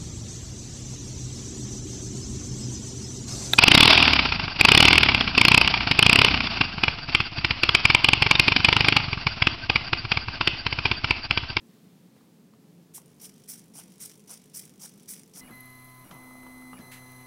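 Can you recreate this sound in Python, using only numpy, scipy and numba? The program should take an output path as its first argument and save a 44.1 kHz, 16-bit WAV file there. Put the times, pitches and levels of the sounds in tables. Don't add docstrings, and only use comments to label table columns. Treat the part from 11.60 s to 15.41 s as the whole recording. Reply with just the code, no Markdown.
import sys
import numpy as np
from scipy import signal
from scipy.fft import rfft, irfft
from scipy.io import wavfile
from numba import njit

SR = 44100
rng = np.random.default_rng(int(sys.argv[2]) if len(sys.argv) > 2 else 0)


def level_to_linear(level):
    exponent = np.asarray(level, float) / 20
    return 10 ** exponent


def file_out(sig):
    cols = np.atleast_2d(sig).T
    lim = np.clip(cols, -1, 1)
    pcm = np.round(lim * 32767).astype(np.int16)
    wavfile.write(sys.argv[1], SR, pcm)


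N = 168021
PULSE_S, FIRST_PULSE_S = 0.019986, 1.7190


# start in seconds, gear level in dB before the case, foot drag in dB,
# trim of the lower ring band in dB, trim of the treble in dB.
OPENING_STROKE = [(1.335, -46, -65, 1.5, 5.5)]
# time after the start in seconds, gear level in dB relative to the stroke's.
OPENING_SHAPE = [(0, -33), (.003, -14), (0.012, -0.5), (.032, 0.5), (.05, -5), (.064, -23), (.072, -33),
                 (.1, -34), (.2, -26)]
# frequency in Hz, relative density in dB per Hz.
OPENING_COLOUR = [(900, -27), (1300, -19), (2300, -18), (4200, -13), (5600, 3), (7700, 8.5), (9500, 9.5),
                  (13400, 1), (15000, -4), (15800, -14)]


def opening_stroke():
    return gears(OPENING_STROKE, OPENING_SHAPE, OPENING_COLOUR)


# start in seconds, gear level in dB before the case, foot drag in dB,
# trim of the lower ring band in dB, trim of the treble in dB.
OUTWARD_STROKES = [(1.875, -41.5, -73, -0.14, 1.5), (2.394, -40.5, -64.5, 0.17, -1.8),
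                   (2.935, -41, -69, 0.6, 0.4), (3.474, -41, -70.5, -0.6, 0.6)]
# time after the start in seconds, gear level in dB relative to the stroke's.
OUTWARD_SHAPE = [(0, -26.5), (.009, -7.5), (0.013, -1.5), (.035, -0.5), (.05, -6), (0.067, -3.5),
                 (0.069, -11.5), (.095, -17), (0.117, -13), (.125, -22), (.19, -37), (.25, -63)]
# frequency in Hz, relative density in dB per Hz.
OUTWARD_COLOUR = [(880, -45.5), (1500, -24), (1640, -44), (2270, -28.5), (2580, -34), (3230, -17),
                  (4180, -16), (4800, -5.5), (5840, 0), (6640, -3), (9100, 0), (12200, -3), (13800, -3),
                  (15300, -2.5), (15800, -18.5)]


def outward_strokes():
    return gears(OUTWARD_STROKES, OUTWARD_SHAPE, OUTWARD_COLOUR)


# start in seconds, gear level in dB before the case, foot drag in dB,
# trim of the lower ring band in dB, trim of the treble in dB.
RETURN_STROKES = [(1.597, -42.5, -64, -1.8, 0.5), (2.137, -41.5, -59, -4, -4.5),
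                  (2.674, -41.5, -55.5, -0.93, -6), (3.194, -44, -58.5, 6, 2), (3.736, -43, -58, 4.3, 0.1)]
# time after the start in seconds, gear level in dB relative to the stroke's.
RETURN_SHAPE = [(0, -17), (0.011, -10), (0.033, -3), (0.065, -3), (0.08, -16.5), (0.102, -12.5),
                (.104, -26.5), (.2, -32.5), (.26, -30.5)]
# frequency in Hz, relative density in dB per Hz.
RETURN_COLOUR = [(1100, -58), (1800, -22.5), (2300, -15.5), (2600, -22.5), (3150, -18), (4200, -16),
                 (4800, -6.5), (5600, -1), (6500, -3), (7700, -5), (9700, -0.5), (11000, -3.5), (13500, -5),
                 (15800, -9)]


def return_strokes():
    return gears(RETURN_STROKES, RETURN_SHAPE, RETURN_COLOUR)


def gears(strokes, shape, points):
    teeth_per_s, tooth_spread_db = 8000, 3.0
    throb_db, throb_lead_s = 3, 0.0011
    rattle_db, rattle_hz = -0.1, 202
    t = np.arange(N) / SR
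    starts, gear_db, _, lower_db, treble_db = np.transpose(strokes)
    now = np.maximum(np.searchsorted(starts, t) - 1, 0)
    envelope = sum(level(shape, s) for s in starts)
    swing_db = np.clip(20 * np.log10(envelope), -30, 0)
    coasting = np.minimum(-swing_db / 10, 1)
    throb = coasting * np.cos(2 * np.pi * (t - FIRST_PULSE_S + throb_lead_s) / PULSE_S)
    effort_db = gear_db[now] + throb_db * throb + rattle_db * drift(rattle_hz)
    teeth = envelope * level_to_linear(effort_db) * grains(teeth_per_s, tooth_spread_db)
    return case(teeth, points, swing_db, lower_db[now], treble_db[now])


# centre in Hz, width in Hz, level in dB before wavering.
CASE_MODES = [(5100, 1700, -18.5), (5900, 310, -13.5), (6380, 120, -25.5), (8300, 120, -24),
              (8980, 190, -15), (9740, 310, -12), (2326, 380, -26.5), (3430, 930, -24)]
# extra share of the stroke's dB swing, for body, lower ring, upper ring and treble bands.
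SWING_SHARES = (-0.56, -0.054, 0.12, 0.34)


def case(x, points, swing_db=0, lower_db=0, treble_db=0):
    waver_hz, ring_waver_db, band_waver_db = 50, 3.0, 1.5
    shift_hz, ring_shift_db = 9, 1.5
    sound = colour(x, points)
    for hz, width, db in CASE_MODES:
        waver_db = ring_waver_db * drift(waver_hz) + ring_shift_db * drift(shift_hz)
        sound = sound + level_to_linear(db) * resonance(x * level_to_linear(waver_db), hz, width)
    cuts = []
    for hz in (4400, 7500, 11500):
        lowpass = signal.butter(3, hz, fs=SR, output="sos")
        cuts.append(signal.sosfiltfilt(lowpass, sound))
    bands = np.diff([0 * sound] + cuts + [sound], axis=0)
    out = 0
    for band, share, trim_db in zip(bands, SWING_SHARES, (0, lower_db, 0, treble_db)):
        out = out + band * level_to_linear(band_waver_db * drift(waver_hz) + share * swing_db + trim_db)
    return out


# time in seconds, level in dB before a common trim and the case.
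GEAR_KNOCKS = [(1.3489, -35.5), (1.3649, -35), (1.4, -47), (1.4171, -44), (1.4589, -43.5), (1.48, -50),
               (1.5038, -52.5), (1.5439, -54), (1.564, -51), (1.584, -50), (1.6564, -32.5), (1.694, -37),
               (1.798, -49), (1.8375, -45), (1.89, -37), (1.9368, -32.5), (1.9946, -38.5), (2.1955, -44),
               (2.2986, -56), (2.357, -44), (2.4068, -33), (2.4573, -30), (2.4756, -47), (2.4961, -36),
               (2.5152, -37.5), (2.536, -41.5), (2.555, -41), (2.576, -43), (2.5947, -43.5), (2.7048, -35),
               (2.74, -32.5), (2.7766, -39), (2.8176, -53), (2.8384, -53), (2.898, -44), (2.9354, -46),
               (2.949, -40), (2.9936, -27.5), (3.0133, -48), (3.0236, -38), (3.054, -35.5), (3.0773, -43),
               (3.0947, -39), (3.1803, -59), (3.243, -36), (3.2605, -33), (3.2947, -45), (3.3976, -41.5),
               (3.458, -46), (3.486, -35.5), (3.5367, -27), (3.5641, -36.5), (3.595, -36.5),
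               (3.6337, -39.5), (3.697, -50)]
# frequency in Hz, relative density in dB per Hz.
KNOCK_COLOUR = [(1200, -21), (2300, -14.5), (3300, -9), (4200, -17.5), (5700, -6.5), (7000, -3), (9500, -5),
                (12000, -8), (15800, -10.5)]


def knocks():
    knock_trim_db, knock_decay_s = -6, 0.001
    twitch_db, twitch_spread_db, twitch_decay_s = -57.5, 2.5, 0.0031
    twitch_jitter_s, after_quick_db = 0.002, -1.5
    s, db = np.transpose(GEAR_KNOCKS)
    pulses = np.arange(FIRST_PULSE_S, N / SR, PULSE_S)
    pulses = pulses + twitch_jitter_s * rng.standard_normal(len(pulses))
    after_quick = sum((pulses > quick[0]) & (pulses < slow[0])
                      for quick, slow in zip(OUTWARD_STROKES, RETURN_STROKES[1:]))
    uneven_db = twitch_spread_db * rng.standard_normal(len(pulses))
    pulse_db = twitch_db + uneven_db + after_quick_db * after_quick
    single = rebounding(s, db + knock_trim_db, knock_decay_s)
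    twitches = rebounding(pulses, pulse_db, twitch_decay_s)
    return case(single + twitches, KNOCK_COLOUR)


def rebounding(s, db, decay_s):
    rebound_db, spread_db = -8, 3
    chance = rng.random((len(s), 2))
    later = s + 0.003 + (0.008 - 0.003) * chance[:, 0]
    later_db = db + rebound_db + spread_db * (2 * chance[:, 1] - 1)
    return bursts(s, db, decay_s) + bursts(later, later_db, decay_s)


def bursts(s, db, decay_s):
    rise_s = 0.0003
    clicks = np.zeros(N)
    np.add.at(clicks, np.minimum((np.asarray(s) * SR).astype(int), N - 1), level_to_linear(db))
    rise = np.exp(-1 / (rise_s * SR))
    decay = np.exp(-1 / (decay_s * SR))
    shape = signal.lfilter([1 - rise], np.convolve([1, -rise], [1, -decay]), clicks + 1e-18)
    return shape * rng.choice([-1, 1], N)


# frequency in Hz, relative density in dB per Hz.
PILE_COLOUR = [(300, -10.5), (500, 0.5), (850, 1), (1500, -5), (2500, -14), (4000, -15.5)]


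def feet():
    fibres_per_s, fibre_spread_db = 2500, 3.0
    peak_s = 0.047
    drag_width_s, shake_width_s = 0.022, 0.086
    shake_db, shake_hz = -85, 69.5
    t = np.arange(N) / SR
    drag = shake = 0
    for s, _, drag_db, *_ in OPENING_STROKE + OUTWARD_STROKES + RETURN_STROKES:
        drag = drag + level_to_linear(drag_db - 4.1 * ((t - s - peak_s) / drag_width_s) ** 2)
        shake = shake + level_to_linear(shake_db - 2.5 * ((t - s - peak_s) / shake_width_s) ** 2)
    lowpass = signal.butter(2, shake_hz, fs=SR, output="sos")
    low = signal.sosfilt(lowpass, rng.standard_normal(N))
    pile = colour(drag * grains(fibres_per_s, fibre_spread_db), PILE_COLOUR)
    return pile + shake * rms_one(low)


# time in seconds, nominal peak in dB, pitch in Hz.
DULL_TAPS = [(0.565, -52.5, 677), (0.609, -53, 1100), (0.936, -50.5, 1110), (1.38, -40.5, 984),
             (1.644, -43, 3090), (2.155, -47, 797), (2.19, -42.5, 825), (2.197, -48.5, 1510),
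             (2.695, -51, 790), (2.734, -51, 894), (3.257, -45, 1580)]


def taps():
    t60_s, rise_s, spread = 0.022, 0.0007, 0.09
    upper_ratios, upper_db = (1.9, 2.75, 3.9), -14.5
    out = 0
    for s, db, hz in DULL_TAPS:
        t = np.maximum(np.arange(N) / SR - s, 0)
        near = sum(0.5 * np.sin(2 * np.pi * hz * (1 + k * spread) * t) for k in (-1, 0, 1))
        upper = sum(np.sin(2 * np.pi * hz * k * t) for k in upper_ratios)
        envelope = level_to_linear(db - 60 * t / t60_s) * (1 - np.exp(-t / rise_s))
        out = out + envelope * (near + level_to_linear(upper_db) * upper)
    return out


def room(x):
    t60_s, room_db = 0.15, -12.5
    t = np.arange(SR // 2) / SR
    tail = rng.standard_normal(len(t)) * level_to_linear(-60 * t / t60_s) * (t > 0.004)
    return level_to_linear(room_db) * signal.fftconvolve(x, tail / np.sqrt(np.sum(tail ** 2)))[:N]


# time in seconds, level in dB.
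RUSTLE_LEVEL = [(0.0, -81), (0.1, -67.5), (0.556, -75), (0.564, -68), (0.702, -79), (0.918, -87),
                (1.3, -106)]
# frequency in Hz, relative density in dB per Hz.
RUSTLE_SPECTRUM = [(600, -24), (1100, -7), (2500, -9.5), (4200, -8.5), (6000, -15.5)]


def rustle():
    return level(RUSTLE_LEVEL) * colour(rng.standard_normal(N), RUSTLE_SPECTRUM)


# frequency in Hz, relative density in dB per Hz.
HUM_AND_HISS = [(12, -77), (20, -29), (48, -53), (70, -24.5), (172, 2.5), (397, -12.5), (431, -6.5),
                (469, -18), (524, -13), (570, -21), (775, -22), (1510, -30.5), (1840, -30), (2880, -31.5),
                (3800, -31.5), (15800, -36.5)]


def room_tone():
    tone_db, waver_db, waver_hz = -55.5, 0.5, 4.0
    return level_to_linear(tone_db + waver_db * drift(waver_hz)) * colour(rng.standard_normal(N), HUM_AND_HISS)


def grains(rate, spread_db):
    sizes = level_to_linear(spread_db * np.minimum(rng.exponential(1, N), 4.2)) * rng.choice([-1, 1], N)
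    return rms_one(sizes * (rng.random(N) < rate / SR))


def resonance(x, hz, width):
    r = np.exp(-np.pi * width / SR)
    centre = hz * (1 + 0.012 * drift(9))
    return np.sqrt((1 - r * r) / 2) * ringing(x + 1e-18, r, 2 * r * np.cos(2 * np.pi * centre / SR))


@njit
def ringing(x, r, bend):
    out = np.zeros(len(x))
    for i in range(2, len(x)):
        out[i] = x[i] - x[i - 2] + bend[i] * out[i - 1] - r * r * out[i - 2]
    return out


def colour(x, points, size=16384):
    hz, db = np.transpose(points)
    grid = np.maximum(np.arange(size // 2 + 1) * SR / size, 1)
    cepstrum = irfft(np.interp(np.log(grid), np.log(hz), db) * np.log(10) / 20)
    cepstrum[1:size // 2] *= 2
    cepstrum[size // 2 + 1:] = 0
    pulse = irfft(np.exp(rfft(cepstrum)))
    return signal.fftconvolve(x, pulse / np.sqrt(np.sum(pulse ** 2)))[:N]


def drift(rate_hz):
    r = np.exp(-32 * np.pi * rate_hz / SR)
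    noise = rng.standard_normal(N // 16 + 3002)
    slow = signal.lfilter([1], [1, -2 * r, r * r], noise)[3000:]
    return np.interp(np.arange(N) / 16, np.arange(len(slow)), rms_one(slow))


def level(rows, start=0):
    s, db = np.transpose(rows)
    return level_to_linear(np.interp(np.arange(N) / SR - start, s, db, left=-200, right=-200))


def rms_one(x):
    return x / np.sqrt(np.mean(x ** 2) + 1e-20)


def scene():
    strokes = opening_stroke() + outward_strokes() + return_strokes()
    robot = strokes + knocks() + feet() + taps()
    return (robot + room(robot) + rustle() + room_tone())[None]


def band_limit(x):
    return signal.sosfilt(signal.butter(12, 16020, fs=SR, output="sos"), x)


def record(dry):
    steep_cut = signal.ellip(12, 0.3, 70, 15850, fs=SR, output="sos")
    mix = signal.sosfilt(steep_cut, dry)
    return band_limit(mix)


dry = scene()
out = record(dry)
file_out(out)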